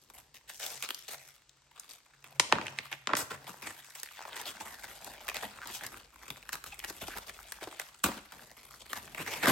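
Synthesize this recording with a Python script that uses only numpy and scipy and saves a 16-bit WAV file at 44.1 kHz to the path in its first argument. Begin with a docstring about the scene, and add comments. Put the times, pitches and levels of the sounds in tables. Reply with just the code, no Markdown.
"""A raw cabbage is cut at the stalk and peeled by hand on a plastic board in a small kitchen.
Throughout, filtered noise gives still air, low rumble and a faint appliance hum.
First the knife crunches in (bursting cells modulate band noise) and draws out with a soft rub. Then the stalk
cracks off in short ringing bursts. Last, fingers slide over leaves that rip (burst cells), squeak (stick-slip
pulses through a resonance) and snap off (noise bursts), while the head bumps softly (damped, sagging notes)."""
import sys
import numpy as np
from scipy import signal
from scipy.fft import rfft, irfft, next_fast_len
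from scipy.io import wavfile
from scipy.ndimage import uniform_filter1d

SR = 44100
rng = np.random.default_rng(int(sys.argv[2]) if len(sys.argv) > 2 else 0)


def int16_out(signal):
    """Quantize to a 16-bit WAV file."""
    q = np.round(np.clip(np.atleast_2d(signal).T, -1, 1) * 32767)
    wavfile.write(sys.argv[1], SR, q.astype(np.int16))


N = 419391

# Levels, body and crispness are relative: each source adds its own trim.
# Appliance hum: (time [s], level [dB])
HUM_LEVEL = [(0, -87), (1.1, -71.5), (2, -85), (2.4, -65.5), (3.4, -63), (3.9, -80.5), (9.5, -75.5)]
# Low rumble: (time [s], level [dB])
RUMBLE_LEVEL = [(0, -75), (2, -85), (4.2, -80), (5.3, -67.5), (6.4, -73), (7.1, -59), (7.8, -76),
                (9.5, -67)]
# Spectrum of still air: (frequency [Hz], relative density [dB per Hz])
AIR_SPECTRUM = [(25, -17), (48, 9), (140, 5), (250, 5.5), (600, 5), (8000, 2.5), (16000, -48)]
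# Reverberation of the kitchen: (frequency [Hz], time to fall by 60 dB [s])
KITCHEN_T60 = [(100, 0.36), (500, 0.48), (2000, 0.73), (6000, 0.56), (15000, 0.06)]
# Left-right likeness, limited to 0..1 in use: (frequency [Hz], likeness [ratio])
LIKENESS = [(80, 0.94), (600, 0.77), (4000, 0.7), (6500, 0), (9000, 1.1)]
# Left minus right: (frequency [Hz], level [dB])
BALANCE = [(1400, 1), (2300, -1.5), (4500, 6), (6200, 3.5), (8000, 0)]
# Phase lag of the right microphone port: (frequency [Hz], lag [half turns])
PORT_LAG = [(0, 0), (1700, -.12), (2800, .22), (7400, .17), (8500, 0), (9800, -1), (10600, -1), (11600, -2),
            (12500, -2), (13400, -3), (14200, -3), (15200, -4)]
# The head bumps on the board: (time [s], level [dB], nominal pitch [Hz])
BUMPS = [(2.532, -33, 308), (2.56, -33, 204), (3.13, -35, 294), (3.195, -36, 340), (6.307, -42.5, 154),
         (6.903, -35.5, 440), (7.083, -38.5, 360), (7.623, -35, 400), (7.673, -32, 410), (8.044, -25, 225),
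         (8.056, -40, 80.4), (8.062, -26, 282), (8.086, -27.5, 308), (8.168, -39, 245), (9.201, -31.5, 404)]
# Waxy leaves stick and slip: (time [s], length [s], typical slip rate [1/s], resonance [Hz], level [dB])
SQUEAKS = [(4.173, 0.08, 72, 850, -51.5), (4.462, 0.048, 510, 3230, -45), (5.606, 0.046, 390, 1480, -46),
           (6.723, 0.016, 770, 805, -51.5), (6.718, 0.019, 800, 2630, -46.5),
           (7.092, 0.063, 300, 1570, -48.5)]
# Small hollow clicks of blade, stalk and leaf: (time [s], level [dB], ring [Hz])
CLICKS = [(1.494, -40, 4500), (2.519, -25, 1190), (2.625, -36, 2750), (2.66, -30, 2390), (3.543, -37, 690),
          (3.675, -34, 1890), (4.06, -36, 1880), (4.088, -36, 1860), (4.28, -34, 855), (4.33, -34.5, 2530),
          (5.316, -30, 1310), (5.587, -35.5, 1120), (5.81, -33, 1390), (5.943, -33, 1710),
          (6.36, -38, 1780), (6.428, -39.5, 2170), (6.801, -32, 2500), (7.39, -34, 1430),
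          (7.587, -40, 1210), (8.741, -38, 1550), (9.077, -37, 1710)]
# Steady hold of the hands on the head: (time [s], level [dB], body [dB], crispness [dB])
GRIP = [(0, -67, 13.5, 15), (.42, -76, 7, -9), (.56, -52.5, -1, 13.5), (1.28, -58, -24, -0.5),
        (1.47, -76.5, -24, -6.5), (2.33, -65.5, -6, -5), (2.58, -47.5, 18.5, -2.5), (3.02, -68.5, -39, -9),
        (3.3, -57, 5, -2), (4.08, -54.5, -26, 1), (4.3, -51, -13.5, -9), (4.75, -52.5, -4.5, 0),
        (5.9, -53.5, -4, -3.5), (6.07, -64.5, -4.5, -3), (7.1, -51, -5.5, 2), (7.98, -61, -12.5, -1),
        (9.1, -54.5, 0, -1), (9.51, -37.5, -3, -1.5)]
# Soft rubs: the knife draws out, later fingers slide over leaves: (time [s], length [s], level [dB])
SOFT_RUBS = [(1.114, 0.31, -61.5), (1.69, 0.26, -59), (2.198, 0.19, -58.5), (2.694, 0.26, -54),
             (4.143, 0.41, -56), (4.649, 0.12, -49.5), (4.819, 0.036, -45.5), (4.866, 0.065, -48),
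             (5.035, 0.065, -45), (5.095, .055, -52.5), (5.641, 0.11, -45.5), (5.798, 0.094, -44.5),
             (5.885, 0.16, -52.5), (6.112, 0.35, -54.5), (7.668, 0.24, -50.5), (8.865, 0.11, -49)]
# A leaf rips away from the head: (time [s], length [s], level [dB], body [dB], crispness [dB])
RIPS = [(2.91, 0.028, -46, -14.5, -10), (3.09, 0.13, -42, -11, -36), (3.16, 0.066, -38.5, 2, 12.5),
        (3.298, 0.046, -43.5, 0, -6), (3.462, 0.05, -47.5, -6.5, -6.5), (3.617, 0.094, -45.5, -5.5, -4.5),
        (3.945, 0.04, -50.5, -31, -2), (4.352, 0.052, -43, -12, -1), (4.45, 0.06, -44.5, -2, 8.5),
        (4.597, 0.034, -48, -5.5, -2), (5.347, 0.066, -44.5, -12, -5.5), (5.419, 0.036, -41, -7, -11),
        (5.705, 0.072, -43.5, -6, 14), (6.52, 0.025, -43, -10, 0), (6.657, 0.022, -46, -0.5, 5),
        (6.87, 0.027, -46, 3, 6), (7.007, 0.034, -45, 1, -7.5), (7.148, 0.015, -45, 2, -29),
        (7.276, 0.0224, -49.5, -6, -7), (7.606, 0.035, -44.5, -12, -7.5), (8.034, 0.032, -32, -17, -1.5),
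        (8.08, 0.099, -48, -10, -5), (8.318, 0.12, -55, 3, -0.5), (8.953, 0.034, -45, -6, -5),
        (8.98, 0.12, -62, 29, -10), (9.172, 0.045, -40.5, -2.5, -11.5), (9.269, 0.1, -41, -11.5, -8),
        (9.426, 0.15, -31.5, -4, -12), (9.47, 0.14, -26.5, 4, -3.5)]
# The blade crunches through: (time [s], length [s], level [dB])
CUTS = [(0.134, 0.053, -55), (0.34, 0.019, -53.5), (0.475, 0.043, -50), (0.591, 0.12, -40.5),
        (0.732, 0.044, -49), (0.821, 0.018, -41.5), (1.078, 0.054, -43), (1.172, 0.1, -63),
        (1.886, 0.05, -53)]
# Leaf veins snap: (time [s], level [dB], ring [Hz], crispness [dB])
SNAPS = [(0.1, -41, 950, -13.5), (0.495, -35, 1320, -3), (0.63, -32.5, 3430, -24), (0.664, -27.5, 3250, -5),
         (0.825, -24.5, 2700, -7), (0.837, -28.5, 2820, -30), (0.889, -27.5, 2580, -14),
         (0.905, -23, 3330, -16), (0.946, -28, 4400, 6), (1.797, -33, 6950, 12), (2.242, -38.5, 2560, -17),
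         (3.168, -20.5, 1380, -13.5), (3.706, -33, 1930, -31), (3.999, -34.5, 4950, 8),
         (4.032, -26, 1700, -6), (4.252, -27.5, 900, -36), (4.414, -30.5, 1820, -9.5),
         (4.609, -30.5, 843, -25), (5.045, -33, 1000, -2), (5.281, -27, 1550, -13),
         (5.287, -22.5, 2430, -19), (5.297, -26, 2150, -17), (5.344, -26.5, 2640, -16),
         (5.367, -27, 2770, -16), (5.432, -27, 750, -29), (5.673, -33, 1590, -2), (5.836, -31.5, 1920, -12),
         (5.865, -28, 2450, 5), (6.303, -27, 2960, -14), (6.491, -28, 1660, -15), (6.53, -24.5, 1870, -6.5),
         (6.554, -29, 1540, -13), (6.64, -31.5, 1430, -12), (6.792, -31.5, 2480, -4),
         (6.84, -28, 2030, -23), (6.846, -25.5, 1910, -14.5), (6.899, -29.5, 1700, -6),
         (7.082, -27.5, 725, -20), (7.173, -30, 1780, -12), (7.183, -29, 1110, -15),
         (7.295, -31.5, 1700, -14), (7.521, -26.5, 1680, -9), (7.797, -22.5, 1870, -13.5),
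         (8.04, -15.5, 1520, -16), (8.321, -36, 1270, -16), (8.931, -21.5, 1410, -17.5),
         (9.147, -29, 2450, -23), (9.263, -33, 2190, -17), (9.457, -15, 1620, -22),
         (9.471, -14.5, 1220, -25), (9.498, -12.5, 870, -23)]
# The stalk breaks: (time [s], level [dB], ring [Hz], crispness [dB])
CRACKS = [(2.397, -3.5, 1080, -4), (2.524, -4, 960, -27), (2.554, -20.5, 1040, -37),
          (2.584, -19.5, 1130, -45), (2.613, -24, 890, -25), (2.667, -23.5, 2380, -11),
          (2.681, -28, 2430, -13), (2.787, -18.5, 2380, -16), (2.927, -22.5, 2190, -17.5),
          (3.072, -16, 1080, -15.5), (3.091, -21, 1160, -42), (3.1, -18, 1090, -78), (3.134, -8, 1180, -39),
          (3.152, -19, 1500, -6)]
# Spectra of leaf, vein and stalk: (frequency [Hz], relative density [dB per Hz])
LEAF_SPECTRUM = [(70, -9.5), (450, -3.5), (750, -1.5), (2200, -4), (4000, -9), (6500, -12), (11500, -12),
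                 (13000, 1.5), (16000, -39.5)]
VEIN_SPECTRUM = [(80, -71), (300, -5), (1000, -1.5), (4000, -3), (11000, -1), (15000, -8.5)]
STALK_SPECTRUM = [(80, -8.5), (300, 5), (1000, 2.5), (1900, 8), (3200, 2), (8000, -12), (11000, -53),
                  (15000, -36)]

HUM_HZ, AIR_DB, CUTOFF_HZ = 135.8, -70, 16000
CLICKS_PER_S, PEEL_FROM_S = 15, 3.3   # stray clicks
CELL_S = .0008   # base decay time of a burst cell
SHIVER_DB, SHIVER_S = -17, .008   # a snapped piece shivers a little longer
CLUMP_DB = 4.0   # spread of the slow swells in cell size
RUB = .14   # power of the smooth rub against the cells
EDGES = np.geomspace(70, 17000, 19)   # band edges [Hz]
CENTRES = np.sqrt(EDGES[1:] * EDGES[:-1])
TIME = np.arange(N) / SR
STEP = 64   # samples per step of the slow controls
SLOW_TIME = TIME[::STEP]


def from_db(db):
    """Logarithmic level: decibels to amplitude gain."""
    return 10 ** (np.asarray(db) / 20)


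def rms_one(x):
    """Normalisation of effective value: scale to rms 1."""
    return x / np.sqrt(np.mean(x ** 2) + 1e-20)


def in_time(rows):
    """Linear interpolation: each column of a curve at every sample."""
    s, *columns = np.transpose(rows)
    return [np.interp(TIME, s, column) for column in columns]


def at_hz(points, hz):
    """Logarithmic pitch: interpolate a table on a log-frequency axis."""
    f, value = np.transpose(points)
    return np.interp(np.log(hz), np.log(f), value)


def band(x, low, high):
    """Causal band-pass filtering between two frequencies."""
    sos = signal.butter(2, [low, high], "band", fs=SR, output="sos")
    return signal.sosfilt(sos, x + 1e-18)


def drift(rate):
    """Slow random fluctuation: straight lines between unit-normal knots, rate of them per second."""
    knots = rng.standard_normal(int(N / SR * 400) + 2)
    return np.interp(TIME * rate, np.arange(len(knots)), knots)


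def add(track, s, sound):
    """Superposition: mix a sound into a track at time s."""
    i = int(np.clip(round(s * SR), 0, N - 1))
    track[..., i:i + sound.shape[-1]] += sound[..., :N - i]


def spread(mid, side, hz):
    """Coherence: left and right from two unrelated sounds, as alike as the ports hear this pitch."""
    alike = np.clip(at_hz(LIKENESS, hz), 0, 1)
    common = np.sqrt((1 + alike) / 2) * mid
    opposed = np.sqrt((1 - alike) / 2) * side
    return np.stack([common + opposed, common - opposed])


def band_gains(spectrum):
    """Spectral density times bandwidth: each band's rms share."""
    gains = from_db(at_hz(spectrum, CENTRES)) * np.sqrt(np.diff(EDGES))
    return gains / np.linalg.norm(gains)


def blend(hz, body, crisp):
    """Spectral tilt: dB at one pitch, from body (low) and crispness (high) against the middle range."""
    corners = np.log([330, 1400, 6000])   # body, middle, crisp [Hz]
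    body_weight = np.interp(np.log(hz), corners, [1, 0, 0])
    crisp_weight = np.interp(np.log(hz), corners, [0, 0, 1])
    return body_weight * body + crisp_weight * crisp


def leaf_colour(body_db, crisp_db):
    """Spectral shaping at constant power: band shares of a leaf with this body and crispness."""
    tilt = from_db([blend(hz, np.atleast_1d(body_db), crisp_db) for hz in CENTRES])
    gains = band_gains(LEAF_SPECTRUM)[:, None] * tilt
    return gains / np.linalg.norm(gains, axis=0)


def stroke(s, length, rise_s, release_s, fade_db):
    """Attack and release: a stroke catches, fades (or builds, if negative) and runs out."""
    age = np.maximum(SLOW_TIME - s, 0)
    gate = np.minimum(age / rise_s, 1) * np.exp(-np.maximum(age - length, 0) / release_s)
    return gate * from_db(-fade_db * (np.minimum(age / length, 1) - 1.0))


def still_air():
    """Broadband noise: a random spectrum shaped by frequency, partly alike at left and right."""
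    size = next_fast_len(N)
    hz = np.fft.rfftfreq(size, 1 / SR) + 1
    noise = rfft(rng.standard_normal((2, size)))
    air = irfft(spread(*noise, hz) * from_db(at_hz(AIR_SPECTRUM, hz)), size)[:, :N]
    return from_db(AIR_DB) * rms_one(air)


def appliance_hum(level_db=0.5, half_width_hz=5.1, waver_db=3.0):
    """Narrow-band noise: a hum whose strength wavers at random."""
    noise = rng.standard_normal(N + SR)   # a second extra lets the filter settle
    tone = band(noise, HUM_HZ - half_width_hz, HUM_HZ + half_width_hz)[SR:]
    hum = rms_one(tone * from_db(waver_db * drift(9)))
    return from_db(in_time(HUM_LEVEL)[0] + level_db) * hum


def low_rumble(level_db=1.5):
    """Band-limited noise: a low rumble that follows a level curve."""
    rumble = rms_one(band(rng.standard_normal(N + SR), 40.4, 69.0)[SR:])
    return from_db(in_time(RUMBLE_LEVEL)[0] + level_db) * rumble


def kitchen(x, wet_db=-13, early_db=-15, early_s=0.051, gap_s=0.0028, size=32768):
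    """Reverberation: dense early reflections from worktop and tiles, then a tail that dies band by band."""
    t, white = np.arange(size) / SR, rng.standard_normal((2, 2, size))
    response = 0
    for k, hz in enumerate(CENTRES):
        tail = from_db(-60 * t / at_hz(KITCHEN_T60, hz))
        early = np.exp(-t / early_s)
        tail = from_db(wet_db) * tail / np.linalg.norm(tail)
        early = from_db(early_db) * early / np.linalg.norm(early)
        envelope = np.hypot(tail, early) * (t > gap_s)
        # the middle range arrives unrelated at left and right
        walls = white[k % 2] if 1000 < hz < 8000 else spread(*white[k % 2], hz)
        response = response + band(walls * envelope, EDGES[k], EDGES[k + 1])
    return signal.fftconvolve(x, response, axes=1)[:, :N]


def worktop(x, bounce=.3, lag_s=.001, sway=.5):
    """Comb filtering: the stone throws the sound back; the delay shifts as the head is turned."""
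    late = TIME - lag_s * np.exp(sway * drift(4.5))
    reflection = np.array([np.interp(late, TIME, side) for side in x])
    return (x + bounce * reflection) / np.hypot(1, bounce)


def bumps(cycles=1.83, sag=0.66, width=2.9, knock=0.64, size=4096):
    """Damped oscillation: a dull note sags in pitch as the weight settles, with a knock around it."""
    out, t = np.zeros(N), np.arange(size) / SR
    for s, db, hz in BUMPS:
        age = t * hz / cycles
        pitch = hz * (1 + sag * (np.exp(-age) - .5))
        note = np.sin(2 * np.pi * np.cumsum(pitch) / SR)
        thud = rms_one(band(rng.standard_normal(size), hz / width, hz * width))
        sound = (note + knock * thud) * np.sqrt(age) * np.exp(-age)
        add(out, s, from_db(db) * sound / np.abs(sound).max())
    return out


def squeaks(jitter=0.13, width_hz=250, uneven_db=4, scratch=0.048, count=64):
    """Stick-slip friction: uneven slips ring the leaf; slow creaks stumble more than fast squeaks."""
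    out = np.zeros(N)
    for s, length, per_s, hz, db in SQUEAKS:
        slips = np.zeros(int(length * SR))
        stumble = min(jitter * 400 / per_s, .6)
        gaps = np.exp(stumble * rng.standard_normal(count)) / per_s
        at = (np.cumsum(gaps) * SR).astype(int)
        at = at[at < len(slips)]
        slips[at] = from_db(uneven_db * rng.standard_normal(count))[:len(at)]
        r = np.exp(-np.pi * width_hz / SR)   # pole radius of the resonance
        ring = signal.lfilter([1, -1], [1, -2 * r * np.cos(2 * np.pi * hz / SR), r * r], slips)
        sound = (rms_one(ring) + scratch * rms_one(slips)) * signal.windows.tukey(len(slips))
        add(out, s, from_db(db) * rms_one(sound))
    return out


def hollow_clicks(loudness, stray_db=1.5, vary_db=4.5, low_hz=800, high_hz=3600, width=1.45, tick=0.22,
                  size=512):
    """Impulsive resonance: small hollow clicks; stray ones follow the hands' effort while they peel."""
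    at = np.flatnonzero((rng.random(N) < CLICKS_PER_S / SR) & (TIME > PEEL_FROM_S))
    strength, pitch = rng.random((len(at), 2)).T
    effort_db = 20 * np.log10(np.minimum(loudness[at], 2 * np.median(loudness)))
    level_db = effort_db + stray_db - vary_db * np.log(strength / 2 + 0.057)
    strays = zip(at / SR, level_db, low_hz * (high_hz / low_hz) ** pitch)
    out, t = np.zeros(N), np.arange(size) / SR
    for s, db, hz in [*CLICKS, *strays]:
        burst = rng.standard_normal(size) * np.exp(-t / CELL_S)
        ring = band(burst, hz / width, hz * width)
        add(out, s, from_db(db) * (ring / np.abs(ring).max() + tick * burst))
    return out


def grip_and_rubs(body_db=5.5, crisp_db=3.5):
    """Sliding friction: band power of the hands' steady hold, with a smooth swell for each soft rub."""
    db, body, crisp = [column[::STEP] for column in in_time(GRIP)]
    power = from_db(db) ** 2
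    for s, length, level in SOFT_RUBS:
        swell = np.sin(np.pi * np.clip((SLOW_TIME - s) / length, 0, 1))
        power = power + (from_db(level) * swell) ** 2
    return power * leaf_colour(body + body_db, crisp + crisp_db) ** 2


def rips(body_db=6.0, crisp_db=5.0):
    """Tearing fracture: band power of the rips; thick ribs sound full, thin edges crisp."""
    power = 0
    for s, length, db, body, crisp in RIPS:
        pull = from_db(db) * stroke(s, length, rise_s=0.0061, release_s=0.013, fade_db=1.5)
        power = power + (pull * leaf_colour(body + body_db, crisp + crisp_db)) ** 2
    return power


def knife(body_db=-6.0, crisp_db=10.0, hollow_hz=600, hollow_db=8):
    """Cutting fracture: band power, bright over the head's hollow note, building as the blade sinks in."""
    power = 0
    for s, length, db in CUTS:
        push = from_db(db) * stroke(s, length, rise_s=0.0052, release_s=0.031, fade_db=-1.5)
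        power = power + push ** 2
    octaves = np.log2(CENTRES[:, None] / hollow_hz)
    hollow = from_db(hollow_db * np.exp(-(2 * octaves) ** 2))
    return power * (hollow * leaf_colour(body_db, crisp_db)) ** 2


def effort():
    """Addition of powers: loudness of grip, rubs, knife and rips together, and each band's rms share."""
    power = grip_and_rubs() + knife() + rips()
    total = power.sum(axis=0)
    return np.interp(TIME, SLOW_TIME, np.sqrt(total)), np.sqrt(power / total)


def rustle(loudness, colours, per_s=520, crowding=.8, size_db=1.5, colour_db=3.5, patchy_db=3.5,
           ring_cycles=1.0, even_s=0.078):
    """Random impulse process: cells burst more often the harder the pull, in clumps, over a smooth rub."""
    sizes = from_db(size_db * np.minimum(rng.exponential(1, N), 5) + CLUMP_DB * drift(70))
    rate = per_s * (loudness / np.median(loudness)) ** crowding
    born = np.flatnonzero(rng.random(N) < rate / SR)
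    white, tint = rng.standard_normal((2, 2, N)), rng.standard_normal(N)
    out = np.zeros((2, N))
    for k, hz in enumerate(CENTRES):
        energy = np.zeros(N)
        energy[born] = (sizes[born] * from_db(colour_db * tint[born - k])) ** 2   # each cell its own colour
        keep = np.exp(-2 / (SR * (CELL_S + ring_cycles / hz)))   # low notes ring longer
        energy = signal.lfilter([1 - keep], [1, -keep], energy + 1e-12)
        # dividing by the local mean lets the hand set the loudness
        energy = energy / (np.abs(uniform_filter1d(energy, int(even_s * SR) + 1)) + 1e-12)
        patches = from_db(patchy_db * drift(22))   # resonances shift as the leaf bends
        grain = np.sqrt((energy + RUB) / (1 + RUB))
        envelope = grain * loudness * patches * np.repeat(colours[k], STEP)[:N]
        unit = np.sqrt(SR / 2 / (EDGES[k + 1] - EDGES[k]))   # brings band noise to about rms 1
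        out += unit * band(spread(*white[k % 2], hz) * envelope, EDGES[k], EDGES[k + 1])
    return out


def breaks(table, spectrum, level_db, crisp_db, tear_s, ring_cycles, ring_db, octaves=0.37, size=4096):
    """Brittle fracture: a brief noise burst, stressed at the freed piece's pitch, with a short shiver."""
    s, db, ring_hz, crisp = np.transpose(table)
    t, white = np.arange(size) / SR, rng.standard_normal((len(s), 2, 2, size))
    ring = ring_db * np.exp(-(np.log2(CENTRES[:, None] / ring_hz) / octaves) ** 2)
    tilt = [blend(hz, 0, crisp + crisp_db) for hz in CENTRES]
    colours = band_gains(spectrum)[:, None] * from_db(ring + tilt)
    colours = colours / np.linalg.norm(colours, axis=0) * from_db(db + level_db)
    sounds, out = 0, np.zeros((2, N))
    for k, hz in enumerate(CENTRES):
        envelope = np.exp(-t / (tear_s + ring_cycles / hz)) + from_db(SHIVER_DB) * np.exp(-t / SHIVER_S)
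        noise = spread(white[:, k % 2, 0], white[:, k % 2, 1], hz)
        burst = band(noise * envelope, EDGES[k], EDGES[k + 1])
        strength = np.sqrt(np.sum(burst ** 2, axis=2).mean(axis=0))
        sounds = sounds + burst * (colours[k] / strength)[:, None]
    for i, start in enumerate(s):
        add(out, start, sounds[:, i])
    return out


def scene():
    """Superposition of direct and reverberant sound: the cabbage close by, the kitchen around it."""
    stalk = breaks(CRACKS, STALK_SPECTRUM, level_db=13.5, crisp_db=23.0,
                   tear_s=0.00057, ring_cycles=1.6, ring_db=9)
    veins = breaks(SNAPS, VEIN_SPECTRUM, level_db=16.0, crisp_db=9.5,
                   tear_s=0.0013, ring_cycles=0.24, ring_db=10.5)
    loudness, colours = effort()
    close_by = rustle(loudness, colours) + veins + hollow_clicks(loudness)
    cabbage = worktop(close_by) + stalk + bumps() + squeaks()
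    background = still_air() + appliance_hum() + low_rumble()
    return cabbage + kitchen(cabbage) + background


def record(dry):
    """Linear filtering: two microphone ports differ in colour and phase; the top is cut."""
    size = next_fast_len(N + SR // 10, True)
    hz = np.fft.rfftfreq(size, 1 / SR) + 1
    half_each = np.array([[.5], [-.5]])   # left gains what right loses
    ports = rfft(dry, size) * from_db(at_hz(BALANCE, hz) * half_each)
    ports[1] *= np.exp(-1j * np.pi * np.interp(hz, *np.transpose(PORT_LAG)))
    low_pass = signal.ellip(12, .2, 110, CUTOFF_HZ, fs=SR, output="sos")
    return signal.sosfilt(low_pass, irfft(ports, size)[:, :N])


dry = scene()
out = record(dry)
int16_out(out)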